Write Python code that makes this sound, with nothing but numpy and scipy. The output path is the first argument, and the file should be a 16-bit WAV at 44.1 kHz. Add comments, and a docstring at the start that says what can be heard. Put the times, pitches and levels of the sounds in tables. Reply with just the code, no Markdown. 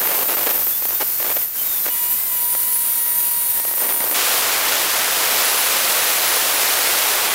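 """A hand-held electric cutter saws a wet stone slab outdoors, heard from three microphone positions:
from behind, at the end of a cut, the motor then racing free; from the front, fed gently into a new cut;
and close by, in a deep cut. The motor whines on its shaft orders, sines locked to the shaft's turning,
over the coloured noise of its fan; the diamond rim cracks off grains of stone, as random clicks
coloured by the slab."""
import sys
import numpy as np
from scipy import signal
from scipy.fft import rfft, irfft
from scipy.io import wavfile

SR = 44100
rng = np.random.default_rng(int(sys.argv[2]) if len(sys.argv) > 2 else 0)


def transcribe(signal):
    """Save signal, clipped to [-1, 1], as a 16-bit WAV file at the path in sys.argv[1]."""
    frames = np.atleast_2d(signal).T
    limited = np.clip(frames, -1, 1)
    pcm = np.round(limited * 32767).astype(np.int16)
    wavfile.write(sys.argv[1], SR, pcm)


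N = 323694
T = np.arange(N) / SR

# fan and brush hiss: pitch_hz [Hz], behind_db [dB per Hz], front_db [dB per Hz]
FAN_SPECTRUM = [(30, -54.5, -54), (130, -54.5, -55.5), (300, -53, -54), (700, -51.5, -52.5),
                (1500, -50, -51.5), (3640, -53.5, -53), (7000, -50, -52), (9080, -47.5, -44.5),
                (12200, -42, -41.5), (13300, -35.5, -37.5), (14200, -33, -35.5), (15500, -43.5, -41.5)]
# whine over one hertz of hiss: order [per shaft turn], touching_db [dB], feeding_db [dB]
SHAFT_ORDERS = [(5, 22, 14), (6, 24, 18), (7, 19, 18), (8, 20, 22), (9, 22, 23), (10, 23, 22), (12, 22, 24),
                (13, 21, 22), (14, 27, 23), (15, 23, 20), (16, 20, 23), (18, 24, 30), (19, 24, 32),
                (20, 26, 29), (21, 20, 28), (22, 22, 26), (23, 24, 25), (24, 28, 25), (25, 28, 29),
                (26, 25, 26), (27, 29, 28), (28, 28, 21), (29, 27, 28), (30, 26, 26), (31, 26, 26),
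                (32, 22, 24)]
# housing resonances, which light up the orders passing through: pitch_hz [Hz], width_hz [Hz], peak_db [dB]
HOUSING_RESONANCES = [(2930, 120, 7), (4400, 1400, 3), (7350, 200, 7), (10230, 260, 9)]
# motor speed as the blade runs out of the cut and races free: time_s [s], shaft_hz [turns per s]
RUN_OUT_SPEED = [(0.0, 536.1), (0.178, 528.6), (0.436, 583.3), (0.558, 642.1), (0.8, 708.9), (1.006, 740.1),
                 (1.022, 703.6), (1.144, 727.5), (1.482, 724.7), (1.556, 788.7), (1.756, 723.8),
                 (1.895, 639.1)]
# motor speed while the blade is set on the slab and fed in: time_s [s], shaft_hz [turns per s]
FEED_SPEED = [(1.91, 489.8), (2.05, 482.2), (2.13, 489.3), (2.24, 523.7), (2.31, 495.4), (2.41, 482.7),
              (2.68, 490.9), (2.96, 477.8), (3.38, 481.7), (3.59, 468.3), (3.96, 481.4), (4.09, 460.3),
              (4.13, 466.5)]
# orders that whistle up as the tool is turned: start_s [s], length_s [s], order [per turn], level_db [dB]
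ORDER_WHISTLES = [(0, .26, 20, -35), (.66, .16, 5, -43), (.77, .16, 9, -43), (.91, .1, 5, -45),
                  (1.565, .08, 4, -41), (1.63, .19, 5, -40)]
# strokes in which the rim bites the stone: start_s [s], length_s [s], level_db [dB]
BITE_STROKES = [(0.0, 0.23, -27.5), (0.249, .02, -34), (.28, .065, -28.5), (0.37, 0.067, -28),
                (.457, 0.054, -27.5), (0.539, 0.064, -32.5), (0.881, 0.047, -37.5), (1.196, 0.028, -33.5),
                (1.239, 0.069, -30.5), (3.803, 0.045, -34), (3.889, .025, -34), (3.992, 0.062, -34),
                (4.092, 0.037, -36)]
# sound of breaking grains in a shallow cut: pitch_hz [Hz], level_db [dB]
SHALLOW_SPECTRUM = [(60, -31), (150, -20), (300, -5.5), (550, -0.5), (1000, -3.5), (2000, -7), (4000, -12),
                    (8000, -15.5), (15000, -12)]
# sound of breaking grains in a deep cut: pitch_hz [Hz], level_db [dB]
DEEP_SPECTRUM = [(60, -20), (150, -20.5), (300, -10.5), (500, -2.5), (1100, -1), (2200, -2), (4500, -4),
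                 (8000, -6.5), (12000, -7), (16000, -12)]
# knocks of the rim on the edge of the cut: start_s [s], level_db [dB, before crack and crumb offsets]
RIM_KNOCKS = [(0.191, -16), (0.329, -16), (0.37, -13.5), (0.47, -13.5), (0.493, -17), (0.67, -18),
              (0.823, -22), (0.854, -17.5), (0.933, -24), (1.208, -25), (1.316, -19), (1.417, -24.5),
              (2.551, -18.5), (3.651, -19), (3.713, -22), (3.805, -20), (3.823, -23), (3.891, -22),
              (4.005, -17), (4.041, -17)]
# short scrapes of the rim along the stone: start_s [s], level_db [dB, before the scrape offset], length_s [s]
RIM_SCRAPES = [(1.002, -21.5, .03), (1.364, -23.5, .014), (1.851, -29, .021), (1.876, -28, .018)]
# the push eases, the motor picks up: start_s [s], rise_s [s], fall_s [s], gain_hz [turns per s]
PUSH_EASINGS = [(4.35, .23, .88, 86), (6.07, .09, .18, 19), (7.1, .18, .9, 93)]

# the microphone hears the front; the feed begins; the microphone is close to the deep cut (s)
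FRONT_S, FEED_S, CLOSE_S = 1.9, 2.4, 4.143
# base level of fan and whine from behind, from the front and close by (dB)
MACHINE_BEHIND_DB, MACHINE_FRONT_DB, MACHINE_CLOSE_DB = -21, -21, -25.5
# usual shaft speed under load (turns per s); growth of the fan hiss (dB per doubling of speed)
LOADED_HZ, FAN_DB_PER_OCTAVE = 480, 0.5
# the tool is swung away once, and fan and whine dip: moment (s), half length (s), depth (dB)
SWING_S, SWING_HALF_S, SWING_DB = 1.503, 0.058, -5.5
# base level of the whine over one hertz of hiss, from behind and close by (dB)
BEHIND_DB, CLOSE_DB = 24.5, 27.5
# from behind, the housing lets out mainly the top of the whine: strongest pitch, loss below it
VENT_HZ, VENT_DB_PER_OCTAVE = 12000, 1.7
# one shaft order stands out under the load of the deep cut
LOADED_ORDER, LOADED_ORDER_DB = 21, 2.5
# bearing play smears the whine: pitch of all noise if unlimited (Hz), largest noisy share (0-1)
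SMEAR_HZ, SMEAR_MAX = 21000, 0.45
# every bite sets in quickly and crumbles away (s)
BITE_ATTACK_S, BITE_RELEASE_S = 0.0073, 0.022
# the blade sinks into the new cut: start, first level and growth; the kerf damps the whine
SINK_S, SINK_DB, SINK_DB_PER_S, SINK_DAMP_DB = 3.56, -43.5, 14, -1.5
# roar of the deep cut (dB); an eased push dulls its treble: corner (Hz), dB per Hz of speed gained
DEEP_CUT_DB, ROAR_TREBLE_HZ, DULLING_DB_PER_HZ = -25.5, 2800, -0.02
# second order on a housing resonance, and fourth order; levels stand before the front gain of the hum
HUM_HZ, HUM_WIDTH_HZ, HUM_DB, FOURTH_DB = 966, 70, -39, -44.5
# the motor sags as the deep kerf lengthens: first speed (turns per s), sag (turns per s, each second)
DEEP_HZ, SAG_HZ_PER_S = 492, 4
# the whine stops and the recorder cuts off at this pitch
TOP_HZ = 15750


def undb(db):
    """Decibels to gain."""
    return 10 ** (np.asarray(db) / 20)


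def curve(rows):
    """Rows of (s, value) joined by straight lines."""
    return np.interp(T, *np.transpose(rows))


def after(s):
    """A 4 ms fade from 0 to 1, centred on a moment."""
    return np.clip((T - s) / 0.004 + 0.5, 0, 1)


def by_position(behind, front, close):
    """A value that changes with the microphone position."""
    return behind + (front - behind) * after(FRONT_S) + (close - front) * after(CLOSE_S)


def spectrum_db(points, hz):
    """Read (Hz, dB) points on a log-frequency axis."""
    f, db = np.transpose(points)
    return np.interp(np.log(np.maximum(hz, 1)), np.log(f), db)


def colour(x, points):
    """Causal minimum-phase filter with the given spectrum, so that clicks keep a sharp front."""
    size = 2048
    log_gain = np.log(undb(spectrum_db(points, np.fft.rfftfreq(size, 1 / SR))))
    cepstrum = irfft(log_gain)
    # folding the cepstrum onto positive time makes the filter causal
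    cepstrum[1:size // 2] *= 2
    cepstrum[size // 2 + 1:] = 0
    impulse = irfft(np.exp(rfft(cepstrum)))
    return signal.fftconvolve(x, impulse)[:N]


def walk(hz):
    """Smooth random motion of unit spread, about hz wide."""
    knots = rng.standard_normal(8192)
    f = np.fft.rfftfreq(len(knots), T[-1] / len(knots))
    slow = irfft(rfft(knots) / (1 + (f / hz) ** 2))
    return np.interp(T, np.linspace(0, T[-1], len(slow)), slow / slow.std())


def shaft_tone(turns, order):
    """One clean shaft order: a sine of unit power, locked to the turning shaft."""
    return np.sqrt(2) * np.sin(2 * np.pi * order * turns)


def speed():
    """Shaft turns per second: load slows the motor, release lets it race; it trembles a little."""
    deep = DEEP_HZ - SAG_HZ_PER_S * (T - CLOSE_S) + easing_hz()
    steady = by_position(curve(RUN_OUT_SPEED), curve(FEED_SPEED), deep)
    return steady * (1 + 0.001 * walk(25))


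def motor():
    """Fan, whine, whistles, hum and bearing all follow one turning shaft."""
    hz = speed()
    turns = np.cumsum(hz) / SR
    swing = np.exp(-((T - SWING_S) / SWING_HALF_S) ** 4)
    position_db = by_position(MACHINE_BEHIND_DB, MACHINE_FRONT_DB, MACHINE_CLOSE_DB)
    machine_db = position_db + SWING_DB * swing
    fan_db = machine_db + FAN_DB_PER_OCTAVE * np.log2(hz / LOADED_HZ)
    hiss = undb(fan_db) * fan(turns)
    return hiss + whine(hz, turns, machine_db[::64]) + whistles(turns) + hum(hz, turns) + bearing(turns)


def fan(turns, pulsing=0.13, flicker_db=1.05, band_db=-13, band_flicker_db=3.0):
    """Air and brush hiss, pulsing with each turn of the shaft; a band of high treble flickers over it."""
    air, front = np.array(FAN_SPECTRUM), after(FRONT_S)
    noise = rng.standard_normal(N) * np.sqrt(SR / 2)  # unit power in each hertz
    rush = noise * (1 + pulsing * np.cos(2 * np.pi * turns))
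    hiss = colour(rush, air[:, [0, 1]]) * (1 - front) + colour(rush, air[:, [0, 2]]) * front
    band = signal.butter(2, [13200, 14600], "bandpass", fs=SR, output="sos")
    treble = signal.sosfilt(band, rng.standard_normal(N))
    flickering_treble = treble / treble.std() * undb(band_db + band_flicker_db * walk(15))
    return hiss * undb(flicker_db * walk(21)) + flickering_treble


def whine(hz, turns, machine_db, sway_db=2.5):
    """Shaft orders: low ones clean, high ones smeared by bearing play; each sways as the tool moves."""
    air, out = np.array(FAN_SPECTRUM), 0
    # levels are worked out at every 64th sample
    slow_t, slow_hz = T[::64], hz[::64]
    # stage 0 behind, 1 touching, 2 feeding, 3 close
    stage = np.searchsorted([FRONT_S, FEED_S, CLOSE_S], slow_t)
    # past the first position, the whine slackens as the eased blade speeds up
    eased_db = np.clip((slow_hz - 500) / 5, 0, 4) * (stage > 0)
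    # it is also damped as the kerf closes round the rim
    damped_db = SINK_DAMP_DB * (after(SINK_S) - after(CLOSE_S))[::64]
    for order, touching_db, feeding_db in SHAFT_ORDERS:
        pitch = order * slow_hz
        behind_db = BEHIND_DB - VENT_DB_PER_OCTAVE * np.maximum(np.log2(VENT_HZ / pitch), 0)
        close_db = CLOSE_DB + LOADED_ORDER_DB * (order == LOADED_ORDER)
        over_hiss_db = np.choose(stage, [behind_db, touching_db, feeding_db, close_db])
        housing_db = sum(peak / (1 + (2 * (pitch - f) / width) ** 2)
                         for f, width, peak in HOUSING_RESONANCES)
        hiss_behind_db = spectrum_db(air[:, [0, 1]], pitch)
        hiss_front_db = spectrum_db(air[:, [0, 2]], pitch)
        base_db = np.where(stage == 0, hiss_behind_db, hiss_front_db + housing_db)
        db = machine_db - eased_db + damped_db + over_hiss_db + base_db
        gain = np.interp(T, slow_t, undb(db) * (pitch < TOP_HZ)) * undb(sway_db * walk(7.4))
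        rough = np.clip((order * hz / SMEAR_HZ) ** 2, 0, SMEAR_MAX)
        # a steady part and a noisy part share the power
        smear = np.sqrt(1 - rough) + np.sqrt(rough / 2) * (walk(70) + 1j * walk(70))
        spin = np.exp(2j * np.pi * (order * turns + rng.random()))
        out = out + gain * np.sqrt(2) * (smear * spin).real
    return out


def whistles(turns, flutter_db=3.0):
    """As the tool is turned, single shaft orders swell and fade in one arch, fluttering a little."""
    out = 0
    for start, length, order, db in ORDER_WHISTLES:
        arch = np.sin(np.pi * np.clip((T - start) / length, 0, 1))
        out = out + undb(db) * arch * shaft_tone(turns, order)
    return out * undb(flutter_db * walk(30))


def grains(per_s, spread_db):
    """Grains breaking off: random clicks of very unequal size, with a mean power of one."""
    chance = np.clip(per_s / SR, 0, 1)
    size = undb(spread_db * np.minimum(rng.exponential(size=N), 3))
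    sign = rng.choice([-1, 1], N)
    clicks = (rng.random(N) < chance) * sign * size
    return clicks / np.sqrt(np.mean(size ** 2) * chance)


def stone(clicks, points):
    """Clicks coloured by the slab, scaled so that unit power gives unit level in the body of the sound."""
    body_hz = np.arange(400, 1700)
    body_power = np.sum(undb(spectrum_db(points, body_hz)) ** 2) * 2 / SR
    return colour(clicks, points) / np.sqrt(body_power)


def bite_force():
    """How hard the rim bites: strokes of attack, hold and release, then a steadily growing feed."""
    sunk_s = np.clip(T, SINK_S, CLOSE_S) - SINK_S
    force = undb(SINK_DB + SINK_DB_PER_S * sunk_s) * (after(SINK_S) - after(CLOSE_S))
    for start, length, db in BITE_STROKES:
        attack = np.clip((T - start) / BITE_ATTACK_S, 0, 1)
        release = np.exp(-np.maximum(T - start - length, 0) / BITE_RELEASE_S)
        force = force + undb(db) * attack * release
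    return force


def cutting(shallow_per_s=700, deep_per_s=12000, catch_db=0.24, surge_db=0.61):
    """Grains break off one by one in a shallow cut, and merge into a roar in a deep one."""
    bite = bite_force()
    # a harder bite frees more grains, not only louder ones
    per_s = shallow_per_s * np.clip((bite / undb(-32)) ** 2, 0.1, 1.8)
    sparse = grains(per_s, spread_db=4) * bite * undb(catch_db * walk(34))
    deep_gain = undb(DEEP_CUT_DB + surge_db * walk(32)) * after(CLOSE_S)
    dense = grains(deep_per_s, spread_db=3) * deep_gain
    highpass = signal.butter(1, ROAR_TREBLE_HZ, "highpass", fs=SR, output="sos")
    treble = signal.sosfilt(highpass, dense)
    roar = dense - treble + treble * undb(DULLING_DB_PER_HZ * easing_hz())
    return stone(sparse, SHALLOW_SPECTRUM) + stone(roar, DEEP_SPECTRUM)


def knocks(crack_db=12, crumbs_db=-11, crumbs_s=0.004, scrape_db=-2):
    """A knock is one sharp crack with crumbs dying away after it; a scrape is a dense run of grains."""
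    force, crumbs = np.zeros(N), grains(5000, spread_db=5.5)
    for s, db in RIM_KNOCKS:
        start = int(s * SR)
        force[start] += undb(db + crack_db)
        decay = np.exp(-T[:N - start] / crumbs_s)
        force[start:] += undb(db + crumbs_db) * crumbs[start:] * decay
    for s, db, length in RIM_SCRAPES:
        swell = np.exp(-(2 * (T - s) / length - 1) ** 4)
        force += undb(db + scrape_db) * crumbs * swell
    return stone(force, SHALLOW_SPECTRUM)


def hum(hz, turns, sway_db=1.5, fourth_sway_db=2):
    """From the front, the housing hums on two low orders; the second fades away from its resonance."""
    resonance = 1 / np.hypot(1, 2 * (2 * hz - HUM_HZ) / HUM_WIDTH_HZ)
    second = resonance * undb(HUM_DB + sway_db * walk(11)) * shaft_tone(turns, order=2)
    fourth = undb(FOURTH_DB + fourth_sway_db * walk(4.7)) * shaft_tone(turns, order=4)
    return (second + fourth) * by_position(0, 0.91, 0)


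def bearing(turns, level_db=-51, sway_db=2):
    """From the front and close by, the bearing balls sing at two pitches between the shaft orders."""
    balls = np.sin(2 * np.pi * 4.6 * turns) + np.sin(2 * np.pi * 7.5 * turns)
    return undb(level_db + sway_db * walk(2)) * balls * after(FRONT_S)


def easing_hz():
    """Speed gained as the push eases in the deep cut: a rise and then a fall each time."""
    return sum(curve([(start, 0), (start + rise, gain), (start + rise + fall, 0)])
               for start, rise, fall, gain in PUSH_EASINGS)


def scene():
    """Machine and stone reach one microphone, the same on both channels."""
    mono = motor() + cutting() + knocks()
    return np.array([mono, mono])


def record(dry):
    """The recorder rounds the sharpest cracks and cuts the top off steeply."""
    rounded = np.tanh(dry * 0.9) / 0.9
    lowpass = signal.ellip(10, 0.1, 60, TOP_HZ, fs=SR, output="sos")
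    return signal.sosfiltfilt(lowpass, rounded)


dry = scene()
out = record(dry)
transcribe(out)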